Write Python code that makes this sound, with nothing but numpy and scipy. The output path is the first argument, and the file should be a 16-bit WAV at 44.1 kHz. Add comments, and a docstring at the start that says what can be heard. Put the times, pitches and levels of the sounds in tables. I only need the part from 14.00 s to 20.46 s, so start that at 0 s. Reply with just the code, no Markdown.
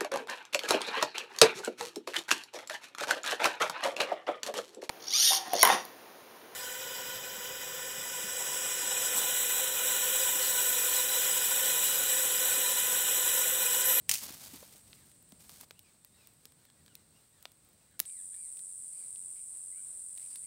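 """A small campfire on a wooded hillside, in three scenes: burning wood snaps as sharp pulses with scatter, ticks and hisses.
First a dry stick breaks under a boot in bursts of noise, with dull thuds and leaf litter rustling in dense grains.
In the last scene cicadas set in with a click and drone close by as trains of tymbal clicks; others sing far off
throughout, as a band of noise. Birds call far off in the trees, as gliding, raspy tones, over the low rumble and
foliage hush of a light breeze (noise)."""
import sys
import numpy as np
from scipy import signal
from scipy.fft import rfft, irfft, next_fast_len
from scipy.io import wavfile
from scipy.ndimage import uniform_filter1d, map_coordinates

SR = 44100
rng = np.random.default_rng(int(sys.argv[2]) if len(sys.argv) > 2 else 0)


def transcribe(signal):
    """Save signal, clipped to [-1, 1], as a 16-bit WAV file at the path in sys.argv[1]."""
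    frames = np.atleast_2d(signal).T
    limited = np.clip(frames, -1, 1)
    pcm = np.round(limited * 32767).astype(np.int16)
    wavfile.write(sys.argv[1], SR, pcm)


N = 284886

# the three scenes: start_s, rumble_db, foliage_db, far_cicadas_db
SCENES = [(0, -67.5, -68.5, -64), (1.648, -72, -70, -68.5), (4.058, -76.5, -71, -73)]


def amp(db):
    """Decibels to gain."""
    return 10 ** (np.asarray(db) / 20)


def unit(x):
    """Scale to rms 1."""
    return x / np.sqrt(np.mean(x ** 2) + 1e-20)


def along(points, hz):
    """Interpolate (Hz, value) points on a log frequency axis."""
    f, v = np.transpose(points)
    return np.interp(np.log(hz + 1), np.log(f), v)


def wobble(rate_hz):
    """Smooth random curve, rate_hz knots a second."""
    knots = rng.standard_normal(int(N * rate_hz / SR) + 4)
    return map_coordinates(knots, [np.arange(N) * rate_hz / SR])


def colour(x, points):
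    """Causal (minimum-phase) filter with the given (Hz, dB) spectrum."""
    m = 2 * next_fast_len(len(x))
    log_gain = np.log(amp(along(points, np.fft.rfftfreq(m, 1 / SR))))
    cepstrum = irfft(log_gain)
    # fold the cepstrum onto positive time
    cepstrum[1:m // 2] *= 2
    cepstrum[m // 2 + 1:] = 0
    response = np.exp(rfft(cepstrum))
    return irfft(rfft(x, m) * response)[:len(x)]


def noise(points):
    """Coloured noise of rms 1."""
    return unit(colour(rng.standard_normal(N), points))


def fade(t, t60):
    """Exponential decay, 60 dB in t60 seconds."""
    return np.exp(-np.log(1000) * t / t60)


def add(track, s, x):
    """Mix x into the track at time s."""
    part = track[round(s * SR):][:len(x)]
    part += x[:len(part)]


def swell(middle_s, width_s):
    """Smooth bell of height 1 around a moment; width_s is the half-width at 1/e."""
    return np.exp(-((np.arange(N) / SR - middle_s) / width_s) ** 2)


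def by_scene(values, cut_s=.007):
    """One value for each scene, held from cut to cut, with a short ramp at each cut."""
    starts = [row[0] for row in SCENES[1:]]
    index = np.searchsorted(starts, np.arange(N) / SR)
    steps = np.asarray(values, float)[index]
    return uniform_filter1d(steps, int(cut_s * SR))


def air(deep_db=-83, foliage_share=0.23):
    """Rumble of moving air and hush of foliage, both lifted by gusts, over a steady deep murmur from far away."""
    # spectrum of the rumble: hz, relative_db
    rumble_band = [(15, -62), (25, -24.5), (56, -1), (102, 1), (157, 1.5), (260, -4.5), (301, -5.5),
                   (343, -12), (600, -14), (780, -33.5), (1320, -120)]
    # spectrum of the foliage: hz, relative_db
    hush_band = [(100, -9), (400, 4.5), (1000, 1), (1500, -1), (2200, -2), (3100, -3.5), (4100, 0.5),
                 (5500, -3), (7000, -3.5), (11000, -9.5), (16000, -2.5)]
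    # swells of the breeze: middle_s, half_width_s, rise_db
    gusts = [(.4, 0.32, 3), (2.92, .12, 4)]
    _, rumble_db, foliage_db, _ = np.transpose(SCENES)
    gust_db = sum(db * swell(s, width_s) for s, width_s, db in gusts)
    rumble = noise(rumble_band) * amp(by_scene(rumble_db) + gust_db + 0.91 * wobble(10))
    murmur = amp(deep_db) * noise([(30, -29.5), (70, 3.5), (100, -1.5), (200, -29.5), (600, -56.0)])
    hush_db = by_scene(foliage_db) + foliage_share * gust_db + 1.5 * wobble(13.0)
    return rumble + murmur + noise(hush_band) * amp(hush_db)


def cicada(rate_hz, count=5, rib_gap_s=.0014, rib_drop_db=7.5, jitter_s=.00008, offbeat=.45, weak_side_db=-4.0):
    """Two tymbals, one weaker, buckle in turn, rib after rib: a short run of fading clicks for each."""
    cycles = np.cumsum(rate_hz * (1 + .002 * wobble(3))) / SR + rng.random()
    starts_s = np.flatnonzero(np.diff(np.floor(cycles))) / SR
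    # rows: strong side, weak side; columns: ribs
    gaps_s = rib_gap_s * rng.uniform(.6, 1.4, (2, count))
    ribs_s = np.cumsum(gaps_s, axis=1) + [[0], [offbeat / rate_hz]]
    drop_db = -rib_drop_db * np.arange(count) + [[0], [weak_side_db]]
    sizes = amp(drop_db + rng.standard_normal((2, count))).ravel()
    times_s = starts_s[:, None] + ribs_s.ravel() + jitter_s * rng.standard_normal((len(starts_s), 2 * count))
    sizes = sizes * amp(rng.standard_normal(times_s.shape))
    places = np.abs(times_s * SR).astype(int).ravel()
    return unit(np.bincount(places, sizes.ravel(), N)[:N])


def chorus(close_db=-44.5, crowd_db=2):
    """Two close cicadas stand out from the blur of many in the last scene; others sing far away throughout."""
    # close singers: cycles_per_s of each tymbal, relative_db
    singers = [(44.9, 6.5), (45.85, 4.5)]
    # resonance of the abdomen: hz, relative_db
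    abdomen = [(3000, -46), (4600, -35.5), (6500, -29), (7100, -19.5), (7900, -3), (8450, 2), (9100, -0.5),
               (9550, -3), (10050, -10), (10400, -18.5), (11500, -29), (13000, -25), (14200, -32),
               (16000, -33)]
    # spectrum of the far cicadas: hz, relative_db
    far_band = [(6000, -50), (7200, -15.5), (7900, -5), (8450, -2), (9200, -8.5), (10000, -15),
                (11000, -35.5)]
    clicks = sum(amp(db) * cicada(rate_hz) for rate_hz, db in singers)
    crowd = amp(crowd_db) * noise(abdomen)
    close = unit(unit(colour(clicks, abdomen)) + crowd)
    *_, far_db = np.transpose(SCENES)
    far = noise(far_band) * amp(by_scene(far_db))
    return close * amp(close_db) * by_scene([0, 0, 1]) + far


def embers(ticks_per_s=10, tick_db=-45.5, spread_db=4):
    """Tiny random ticks of the fire in the first two scenes, and hissing spurts of steam from the wood."""
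    # spurts of steam: middle_s, half_width_s, level_db
    spurts = [(1.7, 0.18, -85), (2.25, .24, -75.5), (3.27, 0.13, -77)]
    # spectrum of the steam: hz, relative_db
    sizzle = [(5000, -6), (11200, -13), (13000, 1), (15500, -16), (17000, -26)]
    sizes = amp(tick_db + spread_db * np.clip(rng.standard_normal(N), -2, 2))  # before colouring
    ticks = (rng.random(N) < ticks_per_s / SR) * sizes
    ticks = colour(ticks, [(200, -25), (3000, -3), (8000, -13), (16000, 9)])
    steam = sum(amp(db) * swell(s, width_s) for s, width_s, db in spurts)
    return ticks * by_scene([1, 1, 0]) + noise(sizzle) * steam


def scuffing(attack_s=0.025, t60_s=0.46):
    """Strength of the rustle: the leaves give, hold and settle; nothing stirs in the middle scene."""
    # scuffs through the litter: full_s (end of the rise), hold_s, level_db
    scuffs = [(0.107, 0.0083, -45.5), (0.225, 0.0055, -44), (0.294, 0.046, -47.5), (0.428, 0.033, -48),
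              (0.539, 0.038, -51), (0.638, 0.021, -55.5), (0.725, .005, -56), (0.875, .07, -64),
              (0.993, 0.15, -70), (1.407, 0.05, -61.5), (1.5, 0.069, -58), (1.612, 0.016, -54.5),
              (6.174, 0.087, -65.5), (6.317, .02, -65)]
    t = np.arange(N) / SR
    each = []
    for s, hold_s, db in scuffs:
        rise = np.clip(1 + (t - s) / attack_s, 0, 1)
        settle = fade(np.maximum(t - s - hold_s, 0), t60_s)
        each.append(amp(db) * rise * settle)
    return np.linalg.norm(each, axis=0) * by_scene([1, 0, 1])


def litter(grains_per_s=800, spread_db=4, crush_db=-4, uneven_db=1.6):
    """Dry leaves crackle in dense grains, each dull or crisp, over the hiss of their rubbing."""
    # spectrum of the leaves: hz, relative_db
    leaves = [(120, -37.5), (200, 2), (366, -10), (671, -4), (1450, -6.5), (2860, -4.5), (3370, -3.5),
              (4520, -2.5), (13100, -4.5), (15100, -2.5), (16000, -14)]
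    shape = (2, N)  # dull and crisp grains, grains_per_s of each
    hits = (rng.random(shape) < grains_per_s / SR) * rng.choice([-1, 1], shape)
    dull, crisp = hits * amp(spread_db * np.clip(rng.standard_normal(shape), -2, 2))
    crackle = colour(dull, [(5000, -1.0), (9000, -12)]) + colour(crisp, [(3500, -3.0), (7000, 3)])
    hiss = amp(crush_db) * noise(leaves)
    rustle = unit(unit(colour(crackle, leaves)) + hiss)
    return rustle * scuffing() * amp(uneven_db * wobble(90))


def stick(tear_t60_s=0.015, splinter_db=-21, splinter_t60_s=0.26, grain_db=3,
          count=7, gap_s=0.011, first_db=-32, dying_db_per_s=170):
    """Each bundle of fibres tears in a spiky burst and sheds finer splinters; thin fibres follow ever more weakly."""
    # main fibres give way: start_s, level_db
    bundles = [(0.0934, -13), (0.1135, -15.5), (0.1203, -25), (0.135, -32), (0.139, -19.5), (0.1442, -23.5),
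               (0.1543, -26), (0.1612, -33)]
    # spectrum of tearing wood: hz, relative_db
    wood_band = [(120, -42), (200, -27), (322, -35), (635, -18.5), (1250, -18.5), (2020, -6.5), (2420, -4),
                 (2960, -1), (3370, -6.5), (4680, -0.5), (8270, 1.5), (11500, -4.5), (16000, -3.5)]
    out, t = np.zeros(N), np.arange(SR // 8) / SR
    lags_s = np.cumsum(gap_s * rng.uniform(.5, 1.5, count))
    thin = [(bundles[-1][0] + lag_s, first_db - dying_db_per_s * lag_s) for lag_s in lags_s]
    tear = fade(t, tear_t60_s) + amp(splinter_db) * fade(t, splinter_t60_s)
    for s, db in bundles + thin:
        fibres = rng.standard_normal(len(t)) * amp(grain_db * rng.standard_normal(len(t)))
        add(out, s, amp(db) * tear * unit(colour(fibres, wood_band)))
    return out


def thuds(skirt_db=-22):
    """Dull, quickly damped knocks on soft ground: decaying noise around one frequency."""
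    # knocks of boots, stick and shifting firewood: start_s, level_db, centre_hz, t60_s
    knocks = [(0.094, -44, 1060, 0.059), (0.100, -42, 123, 0.096), (0.232, -51, 260, 0.038),
              (0.303, -45, 288, 0.037), (0.533, -50, 280, 0.12), (0.627, -39, 750, 0.019),
              (0.75, -46, 424, 0.023), (1.323, -51.5, 215, 0.081), (1.632, -50, 1140, 0.025),
              (2.455, -46.5, 400, 0.016), (4.003, -50.5, 193, 0.078)]
    out, t = np.zeros(N), np.arange(SR // 6) / SR
    for s, db, hz, t60_s in knocks:
        band = [(hz / 4, skirt_db), (hz, 0), (hz * 2, skirt_db), (hz * 10, -60)]
        soil = unit(colour(rng.standard_normal(len(t)), band))
        add(out, s, amp(db) * fade(t, t60_s) * soil)
    return out


def trees(x):
    """Diffuse answer of trunks and canopy: convolution with a noise tail that decays by frequency, 10 ms late."""
    # decay of the echo: hz, t60_s
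    decay = [(200, .25), (2500, 0.33), (8000, 0.22), (16000, 0.068)]
    hz, t, z = signal.stft(rng.standard_normal(SR // 2), SR, nperseg=256)
    t60_s = along(decay, hz)[:, None]
    tail = signal.istft(z * fade(t, t60_s), SR, nperseg=256)[1]
    late = np.pad(x, (SR // 100, 0))
    return signal.fftconvolve(late, tail / np.linalg.norm(tail))[:N]


def snaps(scatter_db=-24, drier_per_db=0.2254, scatter_t60_s=0.017, bright_db=2):
    """Each is one sharp pressure pulse, then its decaying scatter off thin sticks; loud ones are drier."""
    # snaps of burning wood and twigs, and the click as the close cicadas set in (4.054 s):
    # start_s, pulse_db, body_db, treble_db
    cracks = [(0.9308, -17.5, -24, -29), (1.0957, -43, -8, 4), (1.1162, -33.5, -30, -7),
              (1.2257, -49, -5, 13), (1.3219, -25.5, -3.5, -5.5), (1.4947, -21.5, -8.5, -6),
              (1.611, -26.5, -7, 5), (1.619, -33, -11, -5), (1.709, -15.5, -7.5, -18),
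              (1.7929, -26.5, -37, -1), (2.0478, -31, -12, 4.5), (2.2722, -32, -11, 2.5),
              (2.4547, -21.5, -32, -2.5), (2.5215, -35, -3, -5), (2.6534, -35.5, -7, -6),
              (2.7012, -32.5, -9, -14), (2.8624, -31, -25, -7), (2.8804, -27, -7.5, -21),
              (2.9533, -19.5, -48, -4), (3.4266, -32.5, -11, 5), (3.4548, -9, -8.5, -26),
              (3.5187, -38.5, -14, 4), (3.9942, -15, -10.5, 5), (4.0013, 0, -13.5, 2),
              (4.054, -25.5, -30, -5), (4.098, -31, -31, -12), (4.572, -28, -38, -8),
              (4.5927, -27, -24, -5), (5.1593, -26.5, -56, -18), (6.1777, -25.5, -41, -7),
              (6.3582, -20.5, -14, -6)]
    out, t = np.zeros(N), np.arange(SR // 16) / SR
    for s, db, body_db, treble_db in cracks:
        scatter = colour(rng.standard_normal(len(t)), [(700, 2.5), (5000, -3.5)])
        pulse = amp(scatter_db - drier_per_db * db) * fade(t, scatter_t60_s) * scatter
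        pulse[0] += 1
        body = [(60, body_db - 16), (600, body_db + 3), (2400, -5.0), (3800, 0.0)]
        treble = [(7500, treble_db / 2 - 3.0), (13000, treble_db + bright_db)]
        add(out, s, amp(db) * colour(pulse, body + treble))
    return out


def chatter(count=10, low_hz=1400, high_hz=4000, note_db=-81, note_s=.055, octave_db=-6, rasp=0.26):
    """Short notes of farther birds that start in the middle scene, as rows like those of the calls."""
    start_s, end_s = SCENES[1][0], SCENES[2][0]
    rows = []
    for when, long, high, place in rng.random((count, 4)):
        s = start_s + (end_s - start_s) * when
        top_hz = low_hz * (high_hz / low_hz) ** high
        rows.append((s, note_s * (.5 + long), top_hz, place, note_db, octave_db, rasp))
    return rows


def birds(warble=.009, rasp_depth=0.125, flicker_db=3, sag_hz_per_s=9500, round_s=.04):
    """Each call is part of one arch of pitch; a hoarse throat makes pitch flutter and tears the tone into a rasp."""
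    # calls: start_s, length_s, top_hz, top_place (0-1 of the call), level_db, octave_db, rasp (0-1)
    calls = [(0.94, 0.11, 2180, 0.04, -73, 0, 0.77), (1.745, 0.06, 2890, 0.96, -74.5, -16, 0.4),
             (1.84, 0.065, 2500, 0, -73, -3, 0.5), (2.112, 0.15, 3910, 0.48, -77, -10, .3),
             (2.169, .1, 2710, 0.07, -74, -2, 0.43), (2.16, 0.048, 1500, .95, -81, -9, 0),
             (2.63, 0.071, 1850, 0.24, -76.5, -1, 0.3), (2.88, .05, 1590, 0, -78, -6, .2),
             (2.887, 0.051, 2950, 0.06, -76, -11, .2), (3.145, .04, 2810, 0.88, -75, -6, 0.23),
             (3.322, 0.13, 1910, 0.16, -78.5, -1, 0), (3.909, 0.055, 1650, 0.02, -74, -6, .8),
             (4.072, 0.15, 2387, 0.19, -73, -3, 0.28), (4.315, 0.0394, 1687, 1, -70.5, -2, 0.94),
             (4.351, 0.15, 2377, .33, -74.5, -2, .25), (4.917, .16, 2430, .42, -73.5, 3, 0.34),
             (5.357, 0.054, 2300, 0.77, -72, -4, 0.94), (5.719, .085, 2350, .85, -73, -12, 0.2),
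             (5.744, 0.075, 1560, .95, -76.5, -4, 0.63), (6.174, .11, 2330, 0.84, -72.5, -2, 0.91),
             (6.279, .11, 4730, .3, -69.5, -19, 0.5), (6.42, 0.09, 2390, 0.88, -72, -3, .6)]
    out = np.zeros(N)
    for s, length_s, top_hz, top_place, db, octave_db, rasp in calls + chatter():
        u = np.linspace(0, 1, int(length_s * SR))
        # pitch falls away on both sides of a rounded top
        hz = top_hz - sag_hz_per_s * (np.hypot((u - top_place) * length_s, round_s) - round_s)
        chance = rng.standard_normal((3, SR // 2))
        slow = unit(uniform_filter1d(chance[:2], size=300))[:, :len(u)]
        fast = unit(uniform_filter1d(chance[2], size=25))[:len(u)]
        flutter = 1 + warble * slow[0] + rasp_depth * rasp * fast
        phase = 2 * np.pi * np.cumsum(hz * flutter) / SR
        tone = np.sin(phase) + amp(octave_db) * np.sin(2 * phase)
        voice = tone * (1 + rasp * fast) * amp(flicker_db * slow[1])
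        envelope = np.tanh(4 * np.sin(np.pi * u))
        add(out, s, amp(db) * envelope * unit(voice))
    return out


def scene():
    """Close sounds are dry or nearly so; the birds carry more of the forest's echo."""
    sharp = stick() + snaps()
    calls = birds()
    close = sharp + amp(-22) * trees(sharp) + thuds() + litter() + embers()
    far = calls + amp(-8) * trees(calls)
    return (close + far + chorus() + air())[None]


def record(dry, top_hz=15750):
    """Band limit: a steep elliptic low-pass at top_hz."""
    return signal.sosfilt(signal.ellip(10, .1, 70, top_hz, fs=SR, output="sos"), dry)


dry = scene()
out = record(dry)
transcribe(out)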